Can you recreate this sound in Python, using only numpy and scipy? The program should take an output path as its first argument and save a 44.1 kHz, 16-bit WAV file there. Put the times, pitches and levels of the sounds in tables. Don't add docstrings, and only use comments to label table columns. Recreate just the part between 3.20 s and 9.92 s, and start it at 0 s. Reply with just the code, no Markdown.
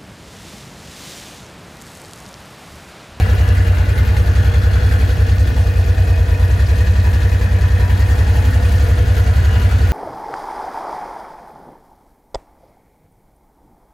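import sys
import numpy as np
from scipy import signal
from scipy.io import wavfile
from scipy.ndimage import uniform_filter1d, minimum_filter1d

SR = 44100
rng = np.random.default_rng(int(sys.argv[2]) if len(sys.argv) > 2 else 0)


def put_to_file(sound):
    columns = np.atleast_2d(sound).T
    safe = np.clip(columns, -1, 1)
    whole_steps = np.round(safe * 32767)
    wavfile.write(sys.argv[1], SR, whole_steps.astype(np.int16))


N = 296352
TIME = np.arange(N) / SR

# frequency in Hz, left minus right in dB.
BALANCE = [(60, -2.5), (190, -4), (380, 7), (1250, -1), (2400, 4), (4400, 3.5), (8000, -0.5), (15000, 0)]
# frequency in Hz, bandwidth in Hz,
# relative level there in dB, time of passing it in seconds, seconds to fall by 3 dB.
CASING_MODES = [(2847, 57, -47, 6.554, 0.8949), (3268, 105, -53.5, 4.998, -2.9),
                (3404, 49, -46.5, 1.51, 0.44), (3506, 63, -51, 2.7, -0.03), (3532, 55, -49.5, 6.5, 0.14),
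                (3960, 66, -53.5, 0.25, 6), (4326, 79, -47, 1.5497, 0.62), (4175, 82, -50.5, 3.7, 0.47),
                (4404.4, 135, -48.5, 6.8, 1.5), (4737, 118, -52, 3.02, 2.15), (5567, 84, -53.5, 2.9, 1.22),
                (6156, 61, -55, 6.2, 4.2), (6461, 74, -54, 1.96, 2.5), (6614, 310, -53.5, 6.7, 2.25),
                (7253, 300, -53.5, 4, 6)]


def from_db(db):
    return 10 ** (np.asarray(db) / 20)


def rms_one(x):
    return x / np.sqrt(np.mean(x ** 2) + 1e-20)


def in_time(points, times=TIME):
    return np.interp(times, *np.transpose(points))


def at_hz(points, hz):
    frequencies, values = np.transpose(points)
    return np.interp(np.log(hz), np.log(frequencies), values)


def drift(corner_hz):
    step, run_in = 40, 2000
    pole = np.exp(-2 * np.pi * corner_hz * step / SR)
    white = rng.standard_normal(N // step + run_in + 2)
    slow = signal.lfilter([1], [1, -2 * pole, pole * pole], white)[run_in:]
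    return np.interp(np.arange(N) / step, np.arange(len(slow)), rms_one(slow))


def clicks(times, sizes, samples=N):
    at = np.round(np.maximum(times, 0) * SR).astype(int).ravel()
    return np.bincount(at, np.ravel(sizes), samples)[:samples] + 1e-18


def ring(x, hz, t60):
    r, w = from_db(-60 / (t60 * SR)), 2 * np.pi * hz / SR
    return signal.lfilter([0, np.sin(w)], [1, -2 * r * np.cos(w), r * r], x)


def fade(x, seconds):
    return signal.lfilter([1], [1, -np.exp(-1 / (seconds * SR))], x)


def pan(x, pan_db):
    return x * from_db([[pan_db / 2], [-pan_db / 2]])


def stereo(pair, hz, pan_db):
    # frequency in Hz, left-right correlation.
    coherence = [(60, 0.986), (130, 0.954), (220, 1), (640, 0.6), (1400, 0), (2400, 0.668), (4500, 0.703),
                 (7000, 0.864), (9000, 0), (15000, 0.54)]
    alike = np.clip(at_hz(coherence, hz), -.99, .99)
    mid = np.sqrt((1 + alike) / 2) * pair[0]
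    side = np.sqrt((1 - alike) / 2) * pair[1]
    return pan(np.array([mid + side, mid - side]), pan_db)


def shaken(envelope, hz, width_hz, pan_db):
    force = rng.standard_normal((2, N)) * envelope
    r, w = np.exp(-np.pi * width_hz / SR), 2 * np.pi * hz / SR
    motion = signal.lfilter(np.array([1, 0, -1]) * (1 - r * r) / 2, [1, -2 * r * np.cos(w), r * r], force)
    return stereo(rms_one(motion), hz, pan_db)


def chatter(envelope, per_s):
    return (rng.random(N) < per_s * envelope / SR) * np.sqrt(envelope) + 1e-9


def swell(at_s, width_s):
    return 1 / np.sqrt(1 + ((TIME - at_s) / width_s) ** 2)


def crank(first_cycle_s=-0.02, second_share=0.265, pipe_delay_s=0.0049, scatter_db=0.3):
    # time in seconds, speed in rpm.
    idle_speed = [(0.0, 1263.0), (0.3, 1265.0), (0.5, 1197.0), (0.61, 1046.0), (0.72, 1254.0),
                  (1.13, 1298.0), (1.44, 1264.0), (1.82, 1360.0), (1.93, 1215.0), (2.2, 1292.0),
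                  (2.39, 1310.0), (2.5, 1196.0), (2.7, 1082.0), (2.82, 1182.0), (3.0, 1163.0),
                  (3.12, 1013.0), (3.3, 1262.0), (3.67, 1358.0), (3.98, 1357.0), (4.08, 1190.0),
                  (4.16, 1316.0), (4.25, 1164.0), (4.36, 1261.0), (4.52, 1270.0), (4.66, 1209.0),
                  (4.95, 1335.0), (5.22, 1375.0), (5.38, 1300.0), (5.55, 1402.0), (5.71, 1344.0),
                  (5.81, 1244.0), (6.1, 1287.0), (6.2, 1386.0), (6.38, 1372.0), (6.48, 1220.0),
                  (6.7, 1442.0)]
    # time in seconds, strength against the first in dB.
    second_effort = [(0, 1.9), (.3, 2.1), (.42, .4), (.6, -.7), (.71, -5), (.8, 2.1), (.9, -.5), (1, 3),
                     (1.2, 2.7), (1.83, 1.2), (1.91, -4.6), (2.02, 1.9), (2.2, 2.3), (2.29, -2.7),
                     (2.38, 2.1), (2.48, -4.8), (2.6, .5), (3.1, .3), (3.4, 1.9), (3.65, 2.5), (4.04, -.3),
                     (4.22, -3.5), (4.45, 2.5), (4.72, .1), (4.9, 2.3), (5.9, 1.4), (6.25, 2.6),
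                     (6.72, 2.1)]
    clock = first_cycle_s + TIME
    cycles = np.cumsum(in_time(idle_speed, clock)) / (120 * SR)
    start = np.interp(np.arange(int(cycles[-1]) + 1), cycles, clock)
    length = np.r_[np.diff(start), start[-1] - start[-2]]
    firings = np.c_[start, start + second_share * length + pipe_delay_s]
    db = np.c_[np.zeros(len(start)), in_time(second_effort, firings[:, 1])]
    strengths = from_db(db + scatter_db * rng.standard_normal(firings.shape))
    return start, length, firings, strengths


def exhaust(firings, strengths, gain_db=2):
    # frequency in Hz, relative drive from the first and from the second cylinder in dB,
    # seconds to decay by 60 dB.
    boom_modes = [(48.97, 2.8, 1.55, .11), (55.48, 6.02, 5.81, .07), (90.96, -10.6, -5.7, .28),
                  (103.06, -31.7, -20.7, .4), (117.1, -38, -31, 1.0)]
    first, second = (clicks(s + 1, size, N + SR) for s, size in zip(firings.T, strengths.T))
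    boom = sum((-1) ** (k + 1) * ring(from_db(first_db) * first + from_db(second_db) * second, hz, t60)
               for k, (hz, first_db, second_db, t60) in enumerate(boom_modes))
    return from_db(gain_db) * boom[SR:]


def rasp(firings, lag_s=0.0084, decay_s=0.015, rise_s=0.001, second_db=-5, scatter_db=2.0):
    sizes = from_db(np.array([0, second_db]) + scatter_db * rng.standard_normal(firings.shape))
    return rms_one(fade(fade(clicks(firings + lag_s, sizes), decay_s), rise_s))


def ticks(start, length, decay_s=0.024, rise_s=0.002, scatter_db=1.06, slack_s=0.0021):
    # position as a share of the cycle, relative level in dB.
    valve_contacts = [(0.152, -2), (0.206, 2), (0.58, 0.5), (.86, 4)]
    share, level_db = np.transpose(valve_contacts)
    late, loud = rng.standard_normal((len(start), 2, len(share))).swapaxes(0, 1)
    times = start[:, None] + length[:, None] * share + slack_s * late
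    impacts = clicks(times, from_db(level_db + scatter_db * loud))
    return rms_one(fade(fade(impacts, decay_s), rise_s))


def rush(gas, valves, low_db, middle_db, treble_db):
    # frequency in Hz, relative spectral density in dB.
    spectrum = [(25, -11), (110, -48.5), (190, -56), (310, -61.5), (540, -68.5), (720, -64), (930, -69),
                (1230, -70.5), (1550, -65.5), (2150, -72), (4400, -78.5), (7500, -87.5), (11300, -82),
                (13500, -91.5)]
    gas_share, valve_share, pulsing_above_hz, flicker_db = 0.19735, 0.345, 1806.0, 2.412
    power_swing = gas_share * (gas ** 2 - 1) + valve_share * (valves ** 2 - 1)
    out, white = np.zeros((2, N)), rng.standard_normal((2, 2, N))
    edges_hz = np.geomspace(80, 17000, 24)
    for k, (low, high) in enumerate(zip(edges_hz, edges_hz[1:])):
        hz = np.sqrt(low * high)
        band = signal.sosfilt(signal.butter(2, [low, high], "band", fs=SR, output="sos"), white[k % 2])
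        depth = hz ** 2 / (hz ** 2 + pulsing_above_hz ** 2)
        power = np.maximum(1 + depth * power_swing, 0)
        range_db = low_db if hz < 900 else middle_db if hz < 2600 else treble_db
        gain = from_db(at_hz(spectrum, hz) + range_db + flicker_db * drift(39.2))
        out += gain * np.sqrt(power * SR / 2) * stereo(band, hz, at_hz(BALANCE, hz))
    return out


def reflections(x, echo=0.506, above_hz=828.0, count=12):
    bright = signal.sosfilt(signal.butter(2, above_hz, "high", fs=SR, output="sos"), x)
    out = x.copy()
    for lag in (rng.uniform(.002, .022, count) * SR).astype(int):
        out[:, lag:] += echo / np.sqrt(count) * (drift(0.635) * bright)[:, :-lag]
    return out


def casing(gas, valves, gas_share=0.25):
    blows = chatter(valves + gas_share * gas, per_s=1800)
    return sum(from_db(db) * swell(at_s, width_s) * shaken(blows, hz, width_hz, at_hz(BALANCE, hz))
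               for hz, width_hz, db, at_s, width_s in CASING_MODES)


def panels(gas, low_db, middle_db, throb=0.046):
    # frequency in Hz, bandwidth in Hz, relative level in dB, left minus right in dB.
    panel_modes = [(119.1, 6.9, -32.5, -3.5), (148.6, 42.6, -45, 6), (189.97, 2.7, -41.5, 6.5),
                   (211.84, 7.9, -46, 6.5), (261, 4.3, -45.5, -11.5), (457.64, 21, -39, 0.5),
                   (601.9, 21, -42.5, 1.5), (674, 140, -48, 10.5), (1466.6, 22.7, -45, 0.5),
                   (1698.4, 43, -43.5, 8)]
    out = np.zeros((2, N))
    for hz, width_hz, db, pan_db in panel_modes:
        range_db = low_db if hz < 900 else middle_db
        out += from_db(db + range_db) * shaken(1 + throb * gas, hz, width_hz, pan_db)
    return out


def hatch(gas, throb=0.4):
    # frequency in Hz, bandwidth in Hz, level at the loudest spot in dB, time of passing it in
    # seconds, seconds to fall by 3 dB, left minus right in dB.
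    hatch_modes = [(170.1, 21.7, -30.5, 6.45, 0.0055, 2.5), (261.2, 2.05, -40.5, 5.37, 0.1, 1.5),
                   (470.8, 44, -42, 1.792, 0.2, 2), (458.8, 33, -39.5, 3.58, 1.04, -1.5),
                   (654.7, 52, -40, 3.12, 0.56, -4.5), (692.1, 12, -40.5, 5.544, 0.21, -6.5),
                   (857, 80, -38.5, 5.12, 0.23, 1), (1471.7, 70, -36, 1.49, 0.29, -0.5),
                   (1452.8, 57, -38.5, 6.41, .5, -9), (1703, 82, -40.5, 1.73, 0.17, 8.5),
                   (1814.6, 49.4, -43, 2.1, -2.03, -1), (1869, 35, -42, 3.48, 0.26, 2.5),
                   (1680, 40, -40.5, 3.85, .5, 4), (1832.3, 59.3, -36.5, 4.59, 0.79, 3.5),
                   (2519.4, 47, -43.5, 3.67, 1.09, -1.5), (2778, 155, -43, 0.205, 0.56, 7),
                   (1985, 320, -39.5, 6.444, 0.06, 1), (2890, 104, -37, 6.35, 0.03, 4.5)]
    buzz = chatter(1 + throb * gas, per_s=1200)
    return sum(from_db(db) * swell(at_s, width_s) * shaken(buzz, hz, width_hz, pan_db)
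               for hz, width_hz, db, at_s, width_s, pan_db in hatch_modes)


def quadrature(phase):
    return np.sqrt(2) * np.array([np.sin(phase), np.cos(phase)])


def wavering_hum(hz=493.3, flutter=0.00916, flicker_db=3, pan_db=3):
    # time in seconds, mean level in dB.
    hum_level = [(0, -43.5), (1.2, -41), (2.2, -39), (3.0, -41), (4.6, -40.5), (5.3, -40), (5.8, -35.5),
                 (6.2, -42), (6.72, -43.5)]
    phase = 2 * np.pi * np.cumsum(hz * (1 + flutter * drift(13.4))) / SR
    gain = from_db(in_time(hum_level) + flicker_db * drift(12.8))
    return gain * stereo(quadrature(phase), hz, pan_db)


def fuel_pump(gas, rotor_hz=97.7, wander=0.003026, flutter=0.006833, flicker_db=3.5, throb=0.62):
    # time in seconds, base level of the whine in dB.
    whine_level = [(0, -62.5), (1.8, -53.5), (3.3, -45), (3.9, -44), (4.7, -40.5), (5.3, -48), (5.9, -52.5),
                   (6.4, -43), (6.72, -45.5)]
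    # multiple of the rotor frequency, relative level in dB.
    harmonics = [(5, -5), (10, -1.5), (12, -8.5)]
    speed_hz = rotor_hz * (1 + wander * drift(1.321) + flutter * drift(21.08))
    angle = 2 * np.pi * np.cumsum(speed_hz) / SR
    out = np.zeros((2, N))
    for order, db in harmonics:
        tone = quadrature(order * angle + rng.uniform(0, 2 * np.pi))
        gain = from_db(in_time(whine_level) + db + flicker_db * drift(7.4))
        out += gain * stereo(tone, order * rotor_hz, pan_db=4)
    return out * rms_one(1 + throb * gas)


def valve_knocks(t60_s=0.00415, gain_db=-14):
    # start in seconds, relative level in dB.
    knocks = [(0.1, -28.5), (0.184, -23), (0.29, -22), (0.379, -27), (0.877, -24), (0.975, -25),
              (1.065, -26.5), (1.438, -28.5), (1.536, -22.5), (1.897, -27.5), (2.184, -20.5), (3.149, -27),
              (4.412, -21.5), (4.607, -23.5), (5.333, -24), (5.971, -29.5), (6.248, -25), (6.427, -28.5),
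              (6.522, -26)]
    times, db = np.transpose(knocks)
    sizes = from_db(db + gain_db)[:, None] * rng.standard_normal((len(times), len(CASING_MODES)))
    struck = sum(ring(clicks(times, size), hz, t60_s) for size, (hz, *_) in zip(sizes.T, CASING_MODES))
    return pan(struck, pan_db=2)


def clinks(gain_db=-2):
    # start in seconds, relative peak level in dB, frequency in Hz, seconds to decay by 60 dB.
    touches = [(0.578, -35.5, 2074, 0.041), (0.785, -28.5, 2094, 0.17), (0.968, -29.5, 2050, 0.085),
               (2.576, -31, 2520, 0.032), (2.634, -32, 2518, 0.0827), (2.696, -38.5, 2520, 0.0369),
               (2.781, -34, 2494, 0.066), (2.840, -31, 2543, 0.065), (2.941, -29, 2493, .1),
               (2.97, -28.5, 2520, 0.069), (3.107, -35, 2531, 0.061), (3.147, -27, 2526, 0.093),
               (3.312, -34, 2528, 0.043)]
    rung = sum(ring(clicks(s, from_db(db + gain_db)), hz, t60) for s, db, hz, t60 in touches)
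    return pan(rung, pan_db=1.0)


def bass_limiter(x, below_hz=170, limit_db=-3, hold_s=.08):
    bass = signal.sosfiltfilt(signal.butter(4, below_hz, fs=SR, output="sos"), x)
    hold = int(hold_s * SR)
    held_peak = -minimum_filter1d(-abs(bass.mean(0)), hold)
    envelope = uniform_filter1d(held_peak, hold)
    gain = (1 + (envelope / from_db(limit_db)) ** 6) ** (-1 / 6)
    return x + (gain - 1) * bass


def scene():
    # time in seconds, relative midrange in dB.
    nearness = [(0, -27.5), (1.7, -30), (2.3, -32.5), (3.1, -33.5), (4.3, -32.5), (5.9, -29.5),
                (6.72, -29.5)]
    # time in seconds, treble gain in dB.
    treble_level = [(0, 0), (.55, -0.82), (1.6, -0.67), (2.3, -1.02), (3.1, -2.41), (3.6, -0.5), (4.4, -2),
                    (5.2, -0.01), (6.4, 0.01), (6.72, -0.5)]
    near_db, treble_db = in_time(nearness), in_time(treble_level)
    middle_db = near_db - near_db.mean()
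    low_db = 0.387 * middle_db
    start, length, firings, strengths = crank()
    gas, valves = rasp(firings), ticks(start, length)
    engine = exhaust(firings, strengths) + reflections(rush(gas, valves, low_db, middle_db, treble_db))
    metal = from_db(treble_db) * casing(gas, valves) + valve_knocks() + clinks()
    body = panels(gas, low_db, middle_db) + hatch(gas)
    return engine + metal + body + fuel_pump(gas) + wavering_hum()


def record(dry, low_cut_hz=34, ceiling=0.92, high_cut_hz=15800):
    thinned = signal.sosfilt(signal.butter(2, low_cut_hz, "high", fs=SR, output="sos"), dry)
    held = bass_limiter(thinned)
    rounded = held / (1 + (held / ceiling) ** 8) ** (1 / 8)
    return signal.sosfilt(signal.ellip(10, .1, 90, high_cut_hz, fs=SR, output="sos"), rounded)


dry = scene()
out = record(dry)
put_to_file(out)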